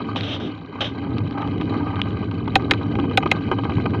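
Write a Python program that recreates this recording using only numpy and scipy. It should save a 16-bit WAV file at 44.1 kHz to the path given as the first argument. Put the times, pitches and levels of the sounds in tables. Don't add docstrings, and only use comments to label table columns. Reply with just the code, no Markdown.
import sys
import numpy as np
from scipy import signal
from scipy.fft import rfft, irfft
from scipy.io import wavfile
from scipy.ndimage import uniform_filter1d, minimum_filter1d

SR = 44100
rng = np.random.default_rng(int(sys.argv[2]) if len(sys.argv) > 2 else 0)


def master(y):
    cut = np.clip(np.atleast_2d(y).T, -1, 1)
    pcm = np.round(cut * 32767)
    wavfile.write(sys.argv[1], SR, pcm.astype(np.int16))


N = 176400
TIME = np.arange(N) / SR

# start_s, level_db, hollow_db, clack_db
KNOCK_EVENTS = [(2.555, 2.5, -2.5, -16), (2.71, 1.5, -14, 1.5), (3.1734, 2, -4, -6),
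                (3.314, -2.5, -10.5, 3.5)]
# pitch_hz, level_db, t60_s
FRAME_MODES = [(288, -17, .05), (520, -14, .035), (1243, -11, .028), (1528, -9, .028), (1840, -13, .025),
               (2495, -4, .025), (2990, -8, .015), (3270, -6, .018), (3600, -7.5, .016), (3880, -13, .032),
               (5385, -38, .045), (6655, -39, .055)]
# frequency_hz, density_db
CRACK_SPECTRUM = [(200, -1.5), (900, 2), (1500, 4.5), (2300, 5.5), (3700, 0), (4500, -9), (6500, -23),
                  (8000, -48), (16000, -60)]
HOLLOW_HZ, HOLLOW_T60_S, CLACK_HZ, CLACK_T60_S = 779, .046, 2105, .019
KNOCK_RISE_S, CRACK_DB, CRACK_DECAY_S = .00067, -3, .0033
TRAVEL_AT_1KHZ_S, FASTEST_HZ = .004475, 4320

def knocks():
    out, t = np.zeros(N), TIME[:SR // 5]
    bins = np.fft.rfftfreq(len(t), 1 / SR)
    slowness = np.sqrt(1000 / np.clip(bins, 300, FASTEST_HZ))
    delay_s = TRAVEL_AT_1KHZ_S * (slowness - np.sqrt(1000 / FASTEST_HZ))
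    dispersion = np.exp(-2j * np.pi * np.cumsum(delay_s) * bins[1])
    for start_s, level_db, hollow_db, clack_db in KNOCK_EVENTS:
        blow = amp(CRACK_DB) * colour(noise_burst(t, CRACK_DECAY_S), CRACK_SPECTRUM)
        own_modes = [(HOLLOW_HZ, hollow_db, HOLLOW_T60_S), (CLACK_HZ, clack_db, CLACK_T60_S)]
        for pitch_hz, mode_db, t60_s in list(FRAME_MODES) + own_modes:
            decay = np.exp(-np.log(1000) * t / t60_s)
            blow += amp(mode_db) * np.sin(2 * np.pi * (pitch_hz * t + rng.random())) * decay
        blow *= 1 - np.exp(-t / KNOCK_RISE_S)
        dispersed = irfft(rfft(blow) * dispersion, len(t))
        add(out, start_s, amp(level_db) * dispersed * (1 - t / t[-1]))
    return out


# time_s, level_db
BOOM_ENVELOPE = [(0.0, -36), (0.19, -27.5), (0.76, -42), (0.81, -32), (1.02, -32.5), (1.22, -21.5),
                 (1.37, -35.5), (1.46, -26), (1.85, -28), (2.03, -25), (2.3, -27), (3.0, -25), (3.36, -27),
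                 (3.74, -25.5), (3.78, -19.5), (3.87, -26), (4.0, -22)]
DRONE_ENVELOPE = [(0.0, -27), (0.37, -31), (0.47, -23), (0.57, -38.5), (0.96, -29), (1.16, -23),
                  (1.22, -28), (1.82, -21.5), (1.88, -27.5), (2.45, -27), (2.72, -21.5), (2.77, -27),
                  (3.03, -20), (3.25, -26.5), (4.0, -22.5)]
# frequency_hz, density_db
BOOM_SPECTRUM = [(20, -53.5), (48, -32.5), (70, -13), (85, -6.5), (94, -7), (101, 0.5), (109, 0.5),
                 (122, -3), (140, -15), (163, -3.5), (188, -10), (260, -18), (600, -95.5)]
DRONE_SPECTRUM = [(120, -43), (188, -17), (212, -4), (250, -6), (272, 0.5), (290, 1.5), (340, -10.5),
                  (440, -11), (530, -23.5), (750, -25), (1500, -88)]

def rumble():
    boom = steadied(colour(rng.standard_normal(N), BOOM_SPECTRUM), span_s=.12)
    drone = steadied(colour(rng.standard_normal(N), DRONE_SPECTRUM), span_s=.064)
    return boom * envelope(BOOM_ENVELOPE) + amp(-1.93) * drone * envelope(DRONE_ENVELOPE)


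# time_s, level_db
GRIT_ENVELOPE = [(0, -38.5), (.45, -41.5), (.6, -41.5), (.7, -42.5), (.92, -39.5), (1.25, -40.5),
                 (1.43, -36), (1.52, -39), (1.72, -33.5), (1.9, -39), (2.4, -39.5), (2.68, -38.5), (4, -37)]
# frequency_hz, density_db
GRIT_SPECTRUM = [(200, -10.5), (450, -1), (1200, -0.5), (1800, -19), (2600, -19.5), (3400, -26.5),
                 (4500, -17.5), (5300, -39), (7200, -51.5), (9000, -62), (16000, -100)]
# centre_hz, width_hz, lift_db
CASE_RESONANCES = [(802, 30, 9.5), (970, 68, 4), (1248, 224, 8.5), (1363, 90, -13.5), (1577, 171, 15),
                   (2037, 226, 12), (2468, 460, 16), (2780, 240, -8), (2976, 192, 20), (3217, 180, 17.5),
                   (3360, 130, -14), (3935, 250, 10.5), (5680, 250, 9.5), (6810, 240, 14.5)]
GRAINS_PER_S, PEBBLES_PER_S, PEBBLE_DB, PEBBLE_DECAY_S = 500, 60, -15, .004

def grit():
    level = envelope(GRIT_ENVELOPE)
    drive = speckled(grains(GRAINS_PER_S) + rng.standard_normal(N))
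    crunch = colour(drive * level * flutter(depth_db=2, rate_hz=16), GRIT_SPECTRUM, CASE_RESONANCES)
    pole = np.exp(-1 / (PEBBLE_DECAY_S * SR))
    contacts = signal.lfilter([1], [1, -pole], abs(grains(PEBBLES_PER_S)))
    scratches = speckled(contacts * rng.standard_normal(N))
    pebbles = colour(scratches * level, TICK_SPECTRUM, CASE_RESONANCES[-3:])
    return crunch + amp(PEBBLE_DB) * pebbles


# start_s, level_db, length_s
BUMPS = [(.002, -26, 0.012), (0.16, -19, 0.0058), (0.754, -35.5, 0.032), (.809, -28, 0.016),
         (1.069, -34.5, 0.007), (1.375, -28, 0.018), (1.614, -23.5, 0.0051), (1.992, -23, 0.0082),
         (2.13, -41, 0.0093), (2.164, -32, 0.015), (2.226, -27, 0.013), (2.313, -33.5, 0.012),
         (2.476, -18, 0.0068), (2.808, -31.5, 0.032), (2.954, -25, 0.0077), (2.986, -25, 0.021),
         (3.04, -27, 0.017), (3.112, -24, 0.0085), (3.226, -16.5, 0.0086), (3.258, -16, 0.01),
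         (3.513, -15.5, 0.0089), (3.524, -19, 0.012), (3.588, -26, 0.012), (3.634, -27.5, 0.0073),
         (3.652, -20.5, 0.0034), (3.695, -18.5, .008), (3.717, -23.5, 0.0075), (3.781, -24, 0.0041),
         (3.856, -16, 0.01), (3.946, -23, 0.01)]
# frequency_hz, density_db
RATTLE_SPECTRUM = [(150, -7), (350, 13.5), (600, 1), (900, 6), (1250, 1), (1800, -20.5), (2500, -19),
                   (3400, -27.5), (4500, -29.5), (5500, -43), (7500, -65), (16000, -79)]
RATTLE_RISE_S, JOLT_GAIN, JOLT_DECAY_S = .0008, .7, .004

def rattles():
    shake, t = np.zeros(N), TIME[:SR // 10]
    for start_s, level_db, length_s in BUMPS:
        fall = np.exp(-(t / length_s) ** 2) + JOLT_GAIN * np.exp(-t / JOLT_DECAY_S)
        add(shake, start_s, amp(level_db) * np.minimum(t / RATTLE_RISE_S, 1) * fall)
    chatter = steadied(rng.standard_normal(N) * flutter(depth_db=9, rate_hz=750), span_s=.0054)
    return colour(shake * chatter, RATTLE_SPECTRUM, CASE_RESONANCES)


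# start_s, length_s, level_db, change_db
SCRAPE_EVENTS = [(0.159, 0.062, -26, -10), (0.232, 0.12, -33.5, 5), (0.398, 0.076, -38.5, 1),
                 (0.806, 0.016, -19.5, -3.5), (0.842, 0.03, -30.5, 0)]
# frequency_hz, density_db
SCRAPE_SPECTRUM = [(150, -9.5), (600, 7), (1000, -7), (1550, -2.5), (1850, -6.5), (2700, -1.5), (3200, 7.5),
                   (3420, 0), (3650, 4.5), (4050, -8.5), (4600, -18.5), (5900, -20), (7300, -40.5),
                   (8400, -42), (11000, -60), (16000, -91)]
SCRAPE_RISE_S, SCRAPE_RELEASE_S = .0013, .017

def scrapes():
    grip = np.zeros(N)
    for start_s, length_s, level_db, change_db in SCRAPE_EVENTS:
        age = np.maximum(TIME - start_s, 0)
        attack = np.minimum(age / SCRAPE_RISE_S, 1)
        release = np.exp(-np.maximum(age - length_s, 0) / SCRAPE_RELEASE_S)
        grip += attack * amp(level_db + change_db * np.minimum(age / length_s, 1)) * release
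    friction = unit_rms(rng.standard_normal(N) * flutter(depth_db=1, rate_hz=37))
    return colour(grip * friction, SCRAPE_SPECTRUM)


# start_s, peak_db
TICK_EVENTS = [(.160, -18), (.209, -14), (1.183, -20.5), (1.31, -28), (1.42, -23), (1.475, -27),
               (1.581, -32), (1.612, -19.5), (1.78, -32), (1.958, -22.5), (2.0164, -6), (2.107, -27.5),
               (2.313, -25.5), (2.479, -24.5), (2.623, -31.5), (2.7363, -13.5), (2.999, -19.5),
               (3.112, -26), (3.275, -23), (3.307, -27)]
# frequency_hz, density_db
TICK_SPECTRUM = [(200, -9), (900, -2.5), (1400, 6.5), (2000, 2), (3000, 10), (4000, 2.5), (4800, -11.5),
                 (7000, -29), (10000, -57), (16000, -87.5)]

def ticks():
    out, t = np.zeros(N), TIME[:SR // 20]
    for start_s, peak_db in TICK_EVENTS:
        tick = colour(noise_burst(t, decay_s=.001), TICK_SPECTRUM)
        add(out, start_s, amp(peak_db) * tick / abs(tick).max())
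    return out


# centre_s, level_db, half_length_s
SKID_EVENTS = [(1.084, -38.5, 0.046), (1.414, -26.5, 0.036), (1.862, -33.5, 0.072)]
# frequency_hz, density_db
SKID_SPECTRUM = [(300, -10.5), (600, -9), (900, 4.5), (1080, -14), (1250, -3), (1400, -20), (2200, -14),
                 (3200, -31), (9000, -80)]

def skids():
    slip = np.zeros(N)
    for centre_s, level_db, half_length_s in SKID_EVENTS:
        slip += amp(level_db) * np.exp(-((TIME - centre_s) / half_length_s) ** 2 / 2)
    grinding = unit_rms(rng.standard_normal(N) * flutter(depth_db=4.1, rate_hz=45))
    return colour(slip * grinding, SKID_SPECTRUM, CASE_RESONANCES[:3])


def grains(rate_per_s, spread_db=4):
    sizes = amp(spread_db * np.minimum(rng.exponential(1, N), 3))
    return unit_rms(sizes * rng.choice([-1, 1], N) * (rng.random(N) < rate_per_s / SR))


def speckled(x, depth_db=3.8, size=256):
    spectra = signal.stft(x, nperseg=size)[2]
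    patches = uniform_filter1d(rng.standard_normal(spectra.shape[::-1]), size=3, axis=0)
    patches = unit_rms(uniform_filter1d(patches, size=6, axis=1))
    return unit_rms(signal.istft(spectra * amp(depth_db * patches.T), nperseg=size)[1][:N])


def colour(x, spectrum, resonances=(), size=8192):
    hz = np.fft.rfftfreq(size, 1 / SR)
    frequency_hz, density_db = np.transpose(spectrum)
    db = np.interp(np.log(hz + 1), np.log(frequency_hz), density_db)
    for centre_hz, width_hz, lift_db in resonances:
        db += lift_db * np.exp(-2 * ((hz - centre_hz) / width_hz) ** 2)
    log_gain = np.log(amp(np.r_[db, db[-2:0:-1]]))
    taps = np.fft.ifft(np.exp(np.conj(signal.hilbert(log_gain)))).real[:size // 2]
    return signal.fftconvolve(x, taps / np.linalg.norm(taps))[:len(x)]


def flutter(depth_db, rate_hz):
    lowpass = np.exp(-(np.fft.rfftfreq(N, 1 / SR) / rate_hz) ** 2)
    drift = irfft(rfft(rng.standard_normal(N)) * lowpass, N)
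    return amp(depth_db * unit_rms(drift))


def noise_burst(t, decay_s):
    return np.exp(-t / decay_s) * rng.standard_normal(len(t))


def steadied(x, span_s):
    power = abs(uniform_filter1d(x ** 2, max(int(span_s * SR), 2)))
    return x / np.sqrt(power + 1e-12)


def amp(db):
    return 10 ** (np.asarray(db) / 20)


def unit_rms(x):
    return x / np.sqrt(np.mean(x ** 2) + 1e-20)


def envelope(points):
    return amp(np.interp(TIME, *np.transpose(points)))


def add(mix, start_s, sound):
    part = mix[max(round(start_s * SR), 0):][:len(sound)]
    part += sound[:len(part)]


def scene():
    return (rumble() + grit() + skids() + rattles() + ticks() + knocks() + scrapes())[None]


LIMIT, LIMIT_HOLD_S, CEILING, KNEE, CUTOFF_HZ = .72, .0007, .6, 7, 15900

def record(dry):
    hold = int(LIMIT_HOLD_S * SR)
    gain = minimum_filter1d(LIMIT / np.maximum(abs(dry), LIMIT), hold)
    limited = dry * uniform_filter1d(gain, hold)
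    clipped = limited / (1 + abs(limited / CEILING) ** KNEE) ** (1 / KNEE)
    lowpass = signal.firwin(511, CUTOFF_HZ, window=("kaiser", 9), fs=SR)
    return signal.oaconvolve(clipped, lowpass[None], "same")


dry = scene()
out = record(dry)
master(out)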